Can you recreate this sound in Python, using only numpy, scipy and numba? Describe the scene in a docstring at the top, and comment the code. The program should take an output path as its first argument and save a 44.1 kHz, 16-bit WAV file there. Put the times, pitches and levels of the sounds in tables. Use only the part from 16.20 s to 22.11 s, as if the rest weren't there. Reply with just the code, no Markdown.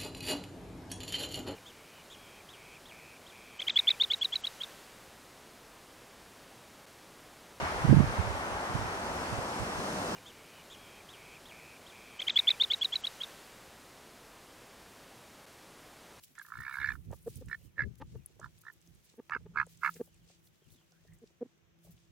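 """A garden lawn with a phone held over it, a microphone port at left and right, a drake close by on the right.
His soft rasps are puffs of air ringing a windpipe; clucks and one duck-like honk are short pulse trains.
Bills clack and peck among dull low bumps, all bursts of noise that ring briefly.
Feet and bills rustle the grass as filtered noise, and wind buffets each port on its own.
Far off, a songbird whistles in glides and a hum wavers over the garden's hush of coloured noise."""
import sys
import numpy as np
from scipy import signal
from scipy.fft import rfft, irfft
from scipy.io import wavfile
from scipy.ndimage import uniform_filter1d
from numba import njit

SR = 44100
rng = np.random.default_rng(int(sys.argv[2]) if len(sys.argv) > 2 else 0)


def generate_wav(signal):
    """Clip the signal to [-1, 1] and save it as 16-bit WAV at the path in sys.argv[1]."""
    frames = np.transpose(np.atleast_2d(signal))
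    scaled = np.clip(frames, -1, 1) * 32767
    pcm = np.round(scaled).astype(np.int16)
    wavfile.write(sys.argv[1], SR, pcm)


def invert_db(level):
    """Linear amplitude ratio for a level in decibels (20 dB per decade), elementwise."""
    return 10 ** (np.asarray(level, dtype=float) / 20)


N = 260631
TIME = np.arange(N) / SR


def unit(x):
    """Scale to rms 1."""
    return x / np.sqrt(np.mean(x ** 2))


def pan(db):
    """Gains of left and right for a left minus right level in dB."""
    return invert_db(np.array([db / 2, -db / 2]))


@njit
def svf(x, hz, width):
    """State-variable band-pass with a moving centre, as a resonance rings."""
    y, b, l = np.empty(len(x)), 0., 0.
    for i in range(len(x)):
        g, k = np.tan(np.pi * hz[i] / SR), width / hz[i]
        v = (b + g * (x[i] + 1e-18 - l)) / (1 + g * (g + k))
        b, l, y[i] = 2 * v - b, l + 2 * g * v, k * v
    return y


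def svf_pair(x, hz, first_width, second_width):
    """Two band-passes in a row on one centre, for steeper skirts."""
    return svf(svf(x, hz, first_width), hz, second_width)


def coloured(points, channels):
    """Noise of a (frequency [Hz], level [dB]) spectrum."""
    hz, db = np.transpose(points)
    log_hz = np.log(np.fft.rfftfreq(N, 1 / SR) + 1)
    gain = invert_db(np.interp(log_hz, np.log(hz), db, left=-90))
    return unit(irfft(rfft(rng.standard_normal((channels, N))) * gain, N))


def band(low_hz, high_hz):
    """Two unrelated noises between two edges."""
    edges = signal.butter(3, [low_hz, high_hz], "band", fs=SR, output="sos")
    return unit(signal.sosfilt(edges, rng.standard_normal((2, N))))


def walk(rate_hz):
    """Random levels held 1 / rate_hz and slewed twice; spread near 1."""
    k = int(SR / rate_hz)
    steps = np.repeat(rng.standard_normal(N // k + 1), k)
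    return 1.3 * uniform_filter1d(uniform_filter1d(steps, k), k)[:N]


def add(out, s, sound, pan_db):
    """Place a short sound at s seconds, between left and right."""
    i = int(s * SR)
    out[:, i:i + sound.shape[-1]] += (pan(pan_db)[:, None] * sound)[:, :N - i]


def faint(count, top_db, spread_db):
    """Chance times, levels, sizes and places of small sounds, louder where the grass is busy."""
    chance = rng.random((count, 4)).T
    s = chance[0] * (TIME[-1] - .1) + .05
    busy_db = .3 * (np.interp(s, *np.transpose(GRASS_ACTIVITY)) + 80)
    return s, top_db - spread_db * chance[1] + busy_db, chance[2], 16 * (chance[3] - .5)


def ticks(events, ring_width, broad_db, rise_s):
    """A burst of noise that dies fast: a short ring at its centre over a broad crack."""
    out = np.zeros((2, N))
    t = np.arange(3000) / SR
    for s, db, hz, t60, pan_db in events:
        decay = np.exp(-np.log(1000) * t / t60)
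        crack = rng.standard_normal(len(t)) * decay * np.minimum(t / rise_s, 1)
        centre = np.full(len(t), min(hz, 15000.))
        ring = svf_pair(crack, centre, ring_width * hz, 0.767 * ring_width * hz)
        broad = svf(crack, np.full(len(t), 5000.), 10040.0)
        tick = ring / abs(ring).max() + invert_db(broad_db) * broad
        add(out, s - rise_s / 2, invert_db(db) * tick, pan_db)
    return out


# spectrum of the far garden: (frequency [Hz], relative level [dB])
HUSH_COLOUR = [(88, -22), (150, 3), (280, -12), (341, -6), (637, -14), (979, -17), (1790, -16.5),
               (3350, -19), (4670, -29.5), (6140, -21.5), (9260, -42), (15100, -27.5), (16000, -41)]


def hush(level_db=-75.5):
    """Far garden noise drifting slowly; the ports hear it nearly unrelated, a little opposed in deep bass."""
    mid, side = coloured(HUSH_COLOUR, channels=2)
    bass = signal.sosfilt(signal.butter(1, 500, fs=SR, output="sos"), side)
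    side = side - 2.1 * bass
    return invert_db(level_db + 0.68 * walk(0.53)) * (mid + np.array([[1], [-1]]) * side)


# course of the far tone before its quick waver: (time [s], level [dB])
HUM_COURSE = [(0.0, -95), (0.66, -70), (0.79, -67.5), (1.8, -76.5), (1.91, -65), (2.0, -77.5), (2.29, -76),
              (2.43, -100), (2.65, -71), (3.03, -92), (3.14, -60.5), (3.29, -54), (3.6, -69), (3.77, -54.5),
              (3.85, -72.5), (4.2, -74), (4.4, -89), (4.76, -77), (4.92, -60.5), (5.05, -78), (5.48, -81),
              (5.65, -57.5), (5.91, -71.5)]


def hum(hum_hz=167.1, octave_db=-83, octave_follows=0.323):
    """A far tone and its steadier octave, wavering in pitch and level, alike at both ports."""
    course_db = np.interp(TIME, *np.transpose(HUM_COURSE))
    phase = 2 * np.pi * np.cumsum(hum_hz * (1 + .01 * walk(30))) / SR
    first = invert_db(course_db + 4.5 * walk(45)) * np.sin(phase)
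    upper_db = octave_db + octave_follows * (course_db + 78) + 3.5 * walk(25)
    return first + invert_db(upper_db) * np.sin(2 * phase)


# far whistles: (time [s], length [s], first, middle and last pitch [Hz], level before blur [dB])
CHIRPS = [(1.4, 0.12, 2900, 3150, 2220, -81), (3.87, 0.087, 3200, 2970, 2670, -80.5),
          (4.001, 0.055, 3400, 3040, 2950, -80.5), (4.411, 0.088, 3400, 2980, 2400, -81),
          (4.49, 0.036, 2700, 3520, 4570, -80.5), (4.54, 0.093, 4000, 3360, 2950, -76),
          (1.97, 0.07, 2900, 2550, 2300, -80), (4.719, 0.11, 1450, 1602, 1850, -81.5),
          (4.87, 0.089, 1850, 1850, 2000, -75.5)]


def songbird(warble=.045, blur_db=5.2):
    """Faint gliding whistles, unsteady in pitch and blurred in level by distance."""
    out = np.zeros((2, N))
    for s, length, *hz, db in CHIRPS:
        u = np.arange(0, length, 1 / SR) / length
        wobble, blur = unit(uniform_filter1d(rng.standard_normal((2, 8000)), size=120))[:, :len(u)]
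        pitch_hz = np.interp(u, [0, .5, 1], hz) * (1 + warble * wobble)
        tone = np.sin(2 * np.pi * np.cumsum(pitch_hz) / SR)
        add(out, s, invert_db(db + blur_db * blur) * tone * np.sin(np.pi * u) ** 0.13, 0)
    return out


# spectrum of the wind at a port: (frequency [Hz], relative level [dB])
WIND_COLOUR = [(20, -26.5), (45, -2), (110, 1), (200, -10), (400, -27.5), (700, -61)]
# breeze before its gusts: (time [s], level [dB])
BREEZE = [(0.0, -74.5), (0.55, -76.5), (0.7, -62.5), (1.4, -60.5), (1.6, -72.5), (2.3, -66), (2.45, -71),
          (3.0, -73.5), (3.3, -64.5), (3.8, -65), (4.3, -76.5), (5.3, -74), (5.91, -74)]
# eddies that thump a port: (middle time [s], length [s], left level [dB], right level [dB])
THUMPS = [(0.402, 0.015, -42, -85), (0.625, 0.0091, -70, -42), (0.748, 0.11, -60, -46.5),
          (0.906, 0.012, -50, -38.5), (1.097, 0.0089, -56, -46.5), (1.183, .01, -62, -46),
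          (1.282, 0.039, -66, -55), (1.456, 0.0077, -74, -53), (1.653, 0.053, -36.5, -53.5),
          (1.706, .01, -47, -75), (1.819, 0.0091, -41, -68), (1.862, 0.011, -77, -48),
          (1.961, 0.05, -44, -53), (2.232, 0.0088, -58, -48.5), (2.74, 0.11, -72.5, -65.5),
          (3.188, 0.059, -64, -59), (3.407, 0.023, -55, -62), (4.02, 0.034, -68, -71),
          (4.508, 0.052, -61.5, -84), (4.889, 0.11, -64.5, -63), (5.71, 0.1, -66.5, -63.5)]


def wind(gust_db=2.5, tilt=.4, fade_db_per_s=453):
    """Eddies thump each port on its own over a restless breeze; strong gusts reach higher in pitch."""
    low, high = coloured(WIND_COLOUR, channels=2), band(220, 468)
    breeze_db = np.interp(TIME, *np.transpose(BREEZE))
    push = np.array([invert_db(breeze_db + 4.5 * walk(10)) for _ in range(2)])
    for s, length, *port_db in THUMPS:
        near = slice(max(0, int((s - .2) * SR)), int((s + .2) * SR))
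        fade_db = fade_db_per_s * np.maximum(abs(TIME[near] - s) - length / 2, 0)
        push[:, near] += invert_db(np.array(port_db)[:, None] - fade_db)
    db = 20 * np.log10(push) + gust_db * np.array([walk(35), walk(35)])
    return low * invert_db(db) + high * invert_db(db - 21.5 + tilt * (db + 46.5))


# how busy the grass is: (time [s], level [dB])
GRASS_ACTIVITY = [(0.0, -72), (0.3, -70.5), (0.58, -66), (0.89, -77.5), (1.15, -64), (1.26, -76.5),
                  (1.3, -69), (1.65, -87.5), (1.73, -81), (2.1, -80.5), (2.3, -79.5), (2.73, -76),
                  (3.35, -85.5), (3.74, -65), (3.9, -80.5), (4.99, -82.5), (5.55, -101.5), (5.65, -72),
                  (5.91, -93)]


def rustle(blades_per_s=900, size_db=4.5, grain_db=-4, low_db=-75.0, low_follows=.6):
    """Grass under feet and bills: hiss with many tiny snaps of blades."""
    high_db = np.interp(TIME, *np.transpose(GRASS_ACTIVITY))
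    chance = rng.random((N, 2)).T
    snaps = (chance[0] < blades_per_s / SR) * invert_db(-size_db * np.log(chance[1]))
    snap_shape = np.exp(-abs(np.arange(-600, 601)) / (.0015 * SR))
    grain = 1 + invert_db(grain_db) * unit(signal.fftconvolve(snaps, snap_shape, "same"))
    high = invert_db(high_db + 0.9 * walk(30)) * band(8440, 17080)
    low = invert_db(low_db + low_follows * (high_db + 77) + 3.4 * walk(18)) * band(2100, 8140)
    return (high + low) * unit(grain)


# feet and bills brushing through grass: (middle time [s], level [dB], length [s], left minus right [dB])
SWISHES = [(0.041, -53, 0.024, -1), (0.29, -62, 0.032, -2), (0.408, -55, .015, -1), (0.546, -61, 0.051, 0),
           (0.738, -63, .056, -2), (0.946, -61.5, .058, 0), (1.094, -59.5, 0.048, -3),
           (1.169, -56, 0.022, -2), (1.45, -67.5, .05, 0), (1.79, -65, .024, 0), (2.418, -61, 0.012, -4),
           (2.536, -63, 0.013, -3), (2.851, -66.5, 0.027, -1.5), (3.512, -66, 0.065, 0),
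           (3.66, -61, .068, 5.5), (3.758, -62.5, 0.12, 6), (3.851, -65.5, 0.077, 1),
           (4.263, -65.5, 0.048, -1), (4.527, -64.5, .056, 0), (4.945, -70.5, .027, 2),
           (5.652, -65, 0.036, -0.5), (5.721, -64, 0.025, 1)]


def swishes(alike=0.26, flicker_db=2.0, low_hz=5200):
    """Soft swells of hiss that crackle a little, partly alike at both ports; some come by chance."""
    out = np.zeros((2, N))
    s, db, size, pan_db = faint(count=8, top_db=-72, spread_db=19)
    chance_swishes = list(zip(s, db, 0.013 + 0.0091 * size, pan_db))
    high_pass = signal.butter(2, low_hz, "high", fs=SR, output="sos")
    for s, db, length, pan_db in SWISHES + chance_swishes:
        t = np.arange(-3000, 3000) / SR
        shared, left, right, flicker = rng.standard_normal((4, len(t)))
        hiss = unit(signal.sosfilt(high_pass, alike * shared + np.array([left, right])))
        level = invert_db(db + flicker_db * unit(uniform_filter1d(flicker, size=90)))
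        swell = np.exp(-(2 * t / length) ** 2) * level
        start = max(0, -int((s + t[0]) * SR))  # trims what falls before the beginning
        add(out, max(0, s + t[0]), (hiss * swell)[:, start:], pan_db)
    return out


def footfalls():
    """Soft low bumps of webbed feet on the lawn."""
    s, db, size, pan_db = faint(count=30, top_db=-62.5, spread_db=6.5)
    bumps = list(zip(s, db, 170 + 330 * size, np.full(len(s), .05), pan_db))
    return ticks(bumps, ring_width=0.65, broad_db=-49.5, rise_s=0.0073)


# pecks in dry grass: (time [s], ring peak level [dB], centre [Hz], 60 dB decay [s], left minus right [dB])
PECKS = [(0.036, -58, 11300, 0.016, 0), (0.153, -56, 5800, 0.015, 12), (0.187, -47, 7600, 0.026, -4),
         (0.225, -50.5, 12500, 0.16, 5.5), (0.914, -52, 8150, 0.013, -5), (0.9887, -60, 12200, .018, 11),
         (1.028, -54.5, 9900, .025, -1.5), (1.0745, -53, 9100, 0.025, -4.5), (1.157, -38, 9290, 0.0053, -7),
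         (1.286, -48.5, 6700, 0.026, 4.5), (2.0603, -36, 11000, 0.014, 8.5), (2.1984, -46, 7000, 0.012, -8),
         (2.4089, -62, 12200, 0.03, 13), (2.525, -52, 13000, 0.01, -3), (2.615, -57, 7400, .014, -13),
         (3.466, -47.5, 8140, 0.014, 8), (3.6132, -62, 13440, .015, 17), (3.7013, -45.5, 13630, .02, 2),
         (3.741, -42.5, 6430, 0.026, -6), (3.9428, -59.5, 7510, 0.024, 8), (4.721, -56.5, 5300, .015, -5),
         (4.9347, -61, 7600, 0.017, 8), (5.7082, -55, 14170, .018, 5.5)]


def pecks():
    """Sharp high ticks in dry grass, with many fainter ones between the loud."""
    s, db, size, pan_db = faint(count=14, top_db=-54, spread_db=8.5)
    small = list(zip(s, db, 5000 + 5000 * size, np.full(len(s), .021), pan_db))
    return ticks(PECKS + small, ring_width=0.63, broad_db=-33, rise_s=0.00029)


# bill clacks, and dull bumps below 800 Hz:
#     (time [s], ring peak level [dB], centre [Hz], 60 dB decay [s], left minus right [dB])
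CLACKS_AND_BUMPS = [(0.036, -53, 2940, 0.018, -14), (0.152, -55, 1700, 0.11, -8),
                    (0.837, -76, 514, 0.028, 5), (0.906, -47.5, 560, 0.038, -8),
                    (0.929, -38, 586, 0.012, -6), (0.941, -51, 505, 0.007, 10),
                    (1.284, -47, 1800, 0.048, -8), (2.195, -46.5, 520, 0.059, 1),
                    (3.097, -34.5, 1248, 0.0056, -4), (3.469, -52, 464, 0.029, -4),
                    (3.76, -54.5, 1827, 0.097, -11), (4.1, -55.5, 493, 0.036, 0),
                    (4.273, -59, 3900, 0.014, -1.5), (4.613, -67.5, 787, 0.03, -9),
                    (4.722, -62.5, 567, 0.026, 0.5), (4.85, -57.5, 500, 0.035, 2),
                    (5.665, -56, 476, 0.11, 1), (5.777, -61.5, 3130, 0.02, 5)]


def clacks_and_bumps():
    """Bill snaps and dull low bumps: short rings, mostly lower than the pecks."""
    return ticks(CLACKS_AND_BUMPS, ring_width=0.83, broad_db=-48, rise_s=0.0017)


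# clucks, and one brighter duck-like honk near 1.82 s: (end time [s], throat peak level [dB],
#     last pulse rate [Hz], length [s], chest level re throat [dB], overtone level re throat [dB])
CLUCKS_AND_HONK = [(0.935, -56, 241.5, 0.032, -21, 7.5), (1.078, -30.5, 246.7, 0.018, -21, -20.5),
                   (1.221, -44.5, 261, .014, -6, -13.5), (1.601, -49.5, 306, 0.029, -2, 3),
                   (1.823, -46.5, 280, 0.024, -1, 9), (1.955, -43.5, 235, 0.013, -22, -11.5),
                   (2.939, -62, 242, .006, -3, -2), (2.998, -41.5, 243, 0.021, -2.5, -9.5),
                   (3.161, -42.5, 247, 0.012, -3.5, -12), (3.263, -46, 238, 0.0097, -11, -8.5),
                   (3.376, -57, 226, .046, 0, 1.5), (3.765, -49.5, 246, 0.015, -9, -17),
                   (3.811, -28.5, 253, 0.016, -8.5, -19), (5.038, -47.5, 241, 0.023, -4.5, -33),
                   (5.227, -30.5, 254, 0.019, -6.5, -42), (5.26, -61.5, 258, .019, 13.5, -15)]
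# upper resonances of the voice: (frequency [Hz], width of the narrower filter [Hz], relative level [dB])
CLUCK_OVERTONES = [(765, 400, -8), (880, 97, 1.5), (1180, 85, -1.5), (1700, 390, -9), (2300, 1200, -20)]


def clucks_and_honk(swell_db=10, chest_width=140., breath_db=-22, jitter=.45, clucks_pan_db=-0.6):
    """A few growing pulses that break off; chest and throat ring on a moment."""
    out, span = np.zeros((2, N)), np.ones(4000)
    for end, db, last_hz, length, chest_db, over_db in CLUCKS_AND_HONK:
        first_hz, throat_hz = 0.916 * last_hz, 1.794 * last_hz
        chance = rng.standard_normal((12, 2)).T
        # pulse times are counted back from the end
        t = np.arange(0, length + 1.5 / first_hz, 1 / SR)
        cycles = np.cumsum(np.interp(t, [0, length], [last_hz, first_hz])) / SR
        back = np.interp(np.arange(12), cycles, t)
        # a sliding voice is unsteady
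        back = back + jitter * (last_hz / first_hz - .98) * chance[0] / last_hz
        # the earliest pulse fades in smoothly with the length
        fade_in = np.clip((length - back) * first_hz + .5, 0, 1)
        size = invert_db(chance[1] - swell_db * back / length) * fade_in
        pulses = np.zeros(len(span))
        np.add.at(pulses, ((.05 - back) * SR).astype(int), size)
        breath = uniform_filter1d(pulses, size=200) * 14 * rng.standard_normal(len(span))
        pulses += invert_db(breath_db) * breath
        note = svf_pair(pulses, throat_hz * span, 120., 300.)
        note = svf(note, .9 * throat_hz * span, 350.)
        chest = svf_pair(pulses, last_hz * span, chest_width, 250.0)
        # stronger pulses are brighter
        bright = pulses * abs(uniform_filter1d(pulses, size=200))
        over = sum(invert_db(g) * svf_pair(bright, hz * span, 1. * w, 2. * w) for hz, w, g in CLUCK_OVERTONES)
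        note, chest, over = (v / abs(v).max() for v in (note, chest, over))
        voice = note - invert_db(chest_db) * chest + invert_db(over_db) * over
        add(out, end - .05, invert_db(db) * voice, clucks_pan_db)
    return out


# short quacks: (first puff time [s], last puff time [s], peak puff level [dB],
#                first and last puff under the peak [dB])
QUACKS = [(0.1826, 0.216, -38.5, 0.8, 2.3), (1.3012, 1.3467, -33, 10, 2.2), (1.5814, 1.6367, -33, 3.6, 3.3),
          (2.2172, 2.279, -37, 9.8, 24), (2.4396, 2.5185, -38, 20, 29), (3.11, 3.1664, -24, 9.8, 8.5),
          (3.3625, 3.4308, -22, 8.8, 8.8), (3.6361, 3.6941, -22, 2.5, 9.6)]
# the long rattle: (time [s], puff rate [Hz], puff level [dB], bill opening [dB])
RATTLE = [(0.2513, 54.96, -46.5, 4.5), (0.2856, 55.7, -47, 2), (0.323, 57.4, -39.5, -2.5),
          (0.3718, 60.7, -37.5, 10.5), (0.4379, 65.7, -34.5, 10), (0.5438, 66.92, -34, 10),
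          (0.6159, 67.44, -30.5, 11), (0.6918, 68.6, -30.5, 20.5), (0.7199, 61.55, -33, 13),
          (0.7561, 52.5, -44.5, 1)]


def calls(puff_hz=67, slowing=0.1358, peak_at=0.57, arch=3., bill_follows=0.96):
    """Time, size and bill opening of every puff, call by call: quacks slow down, swell and die away."""
    out = []
    for first, last, peak_db, first_db, last_db in QUACKS:
        u = np.linspace(0, 1, int(round((last - first) * puff_hz)) + 1)
        rising_db = first_db * abs(1 - u / peak_at) ** arch
        falling_db = last_db * abs((u - peak_at) / (1 - peak_at)) ** arch
        under_db = np.where(u < peak_at, rising_db, falling_db)
        at = first + (last - first) * (u - slowing * u * (1 - u))
        out.append((at, peak_db - under_db, -bill_follows * under_db))
    s, hz, db, bill_db = np.transpose(RATTLE)
    t = np.arange(s[0], s[-1] + 0.18 / hz[-1], 1 / SR)
    cycles = np.cumsum(np.interp(t, s, hz)) / SR
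    at = np.interp(np.arange(int(cycles[-1]) + 1), cycles, t)
    out.append((at, np.interp(at, s, db), np.interp(at, s, bill_db)))
    return sorted(out, key=lambda call: call[0][0])


# resonances of the windpipe: (frequency at rest [Hz], width of the narrower filter [Hz], level [dB],
#     share of bill opening, share of edge, share of buzz [dB per dB], left minus right [dB])
DRAKE_THROAT = [(974, 188, -7.5, -0.612, 0.063, 0.29, -0.5), (1361, 197, 0.5, -0.53, 0.25, 0.072, -8),
                (1707, 119.4, -2.5, 0.6, 0.098, 0, -7.5), (2176, 160, -13.5, 0.23, 1, 0.57, -9),
                (2707, 190, -17, -0.12, 1, 0, -5.5), (3563, 420, -28.5, 0, 0.086, 0.894, -4.5),
                (4150, 200, -32, 0.3, 0, 0.93, -5.5), (4754, 290, -25, -0.22, 0.32, 0.54, -2),
                (5190, 280, -36, 0.1, 0.029, 0.93, -2), (6200, 1070, -36.5, -0.091, 0.12, 0.71, -2.5)]
# posture of each call in order of time:
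#     (second resonance [Hz], edge [dB], buzz [dB], added bill opening [dB])
POSTURE = [(1353, -3, 19, 10.5), (1399, -2, 14.5, -3), (1410, -4.5, 17.5, 18), (1370, 5.5, 9, 20),
           (1385, -14.5, 16.5, 1.5), (1382, -17.5, 15, 9.5), (1336, 2, -7.5, 4.5), (1321, -1, -4.5, 4.5),
           (1332, 0, -4.5, 3.5)]


def drake(ring_delay_s=0.001997, leak_db=-13, scatter_db=1.0, flap_db=2, flap_s=0.0027):
    """Slow puffs of air, each a rising flutter and a burst of hiss, ring the windpipe."""
    lead_in_s, rise_s, fall_s = .012, .003, .0065
    brighten, wobble, patchy_db = .75, .028, 2.6
    beats, leak = np.zeros(N, complex), np.zeros(N)
    puffs = calls()
    for at, db, _ in puffs:
        t = np.arange(at[0] - lead_in_s, at[-1] + .003, 1 / SR)
        chance = rng.standard_normal((50, 3))[:len(at)].T
        size = invert_db(db + scatter_db * chance[1])
        start = ((at - ring_delay_s + .0004 * chance[0]) * SR).astype(int)
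        beats[start] = size * np.exp(2j * np.pi * chance[2])
        leak[(t * SR).astype(int)] = invert_db(np.interp(t, at, db) + leak_db)
    t = np.arange(-1300, 1301) / SR
    puff = np.where(t < 0, np.exp(-(t / rise_s) ** 2), np.exp(-t / fall_s))
    steady_air = uniform_filter1d(uniform_filter1d(np.roll(leak, -250), size=700), size=700)
    flow = signal.fftconvolve(abs(beats), puff, "same") + steady_air
    # the flapping membrane speeds up as the pressure builds: 260 Hz per ms
    flutter = np.exp(-(t / flap_s) ** 2 + 2j * np.pi * np.cumsum(1600 + 260 * t * 1000) / SR)
    flapping = signal.fftconvolve(beats, flutter, "same").real
    air = flow * rng.standard_normal(N) + invert_db(flap_db) * flapping
    # the treble comes only from the sharp crest of each puff
    crest = signal.fftconvolve(abs(beats), puff ** 1.3, "same") * rng.standard_normal(N) * invert_db(2)
    s, puff_db, bill_db = np.hstack(puffs)
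    effort_db = brighten * (np.interp(TIME, s, puff_db) + 34.5)  # harder puffs are brighter
    posture_starts = [at[0] - .015 for at, _, _ in puffs[1:]]
    throat_hz, edge_db, buzz_db, open_db = np.array(POSTURE)[np.searchsorted(posture_starts, TIME)].T
    bill_db = np.interp(TIME, s, bill_db) + open_db
    out = 0
    for k, (hz, width, db, bill, edge, buzz, pan_db) in enumerate(DRAKE_THROAT):
        # soft tissue: each resonance shifts and answers differently from puff to puff
        moved_hz = hz * throat_hz / DRAKE_THROAT[1][0] * (1 + wobble * walk(50))
        driven = (crest if hz > 3000 else air) * invert_db(patchy_db * walk(90))
        ring = svf_pair(driven, moved_hz, 1. * width, 2. * width)
        level_db = db + bill * bill_db + edge * (edge_db + effort_db) + buzz * (buzz_db + effort_db) + 0.5
        out = out + (-1) ** k * pan(pan_db)[:, None] * ring * invert_db(level_db)
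    out = signal.sosfilt(signal.butter(4, 800, "high", fs=SR, output="sos"), out)
    return np.array([np.roll(out[0], 2), out[1]])  # nearer the right port: left hears it two samples later


def scene():
    """All sources together, and a faint echo of the birds, clacks, bumps and pecks off the ground."""
    echoed = songbird() + pecks() + clacks_and_bumps() + clucks_and_honk() + drake()
    t = np.arange(6000) / SR
    tail = rng.standard_normal((2, len(t))) * np.exp(-np.log(1000) * t / 0.073) * (t > .004)
    echoed = echoed + invert_db(-51.0) * signal.fftconvolve(echoed, tail, axes=1)[:, :N]
    return hush() + hum() + wind() + rustle() + swishes() + footfalls() + echoed


def top_cut(x):
    """Nothing passes above the cut-off."""
    return signal.sosfilt(signal.butter(12, 16470, fs=SR, output="sos"), x)


def record(dry):
    """Deep bass rolls off at the phone's microphones."""
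    low_cut = signal.butter(3, 42, "high", fs=SR, output="sos")
    mix = signal.sosfilt(low_cut, dry)
    return top_cut(mix)


dry = scene()
out = record(dry)
generate_wav(out)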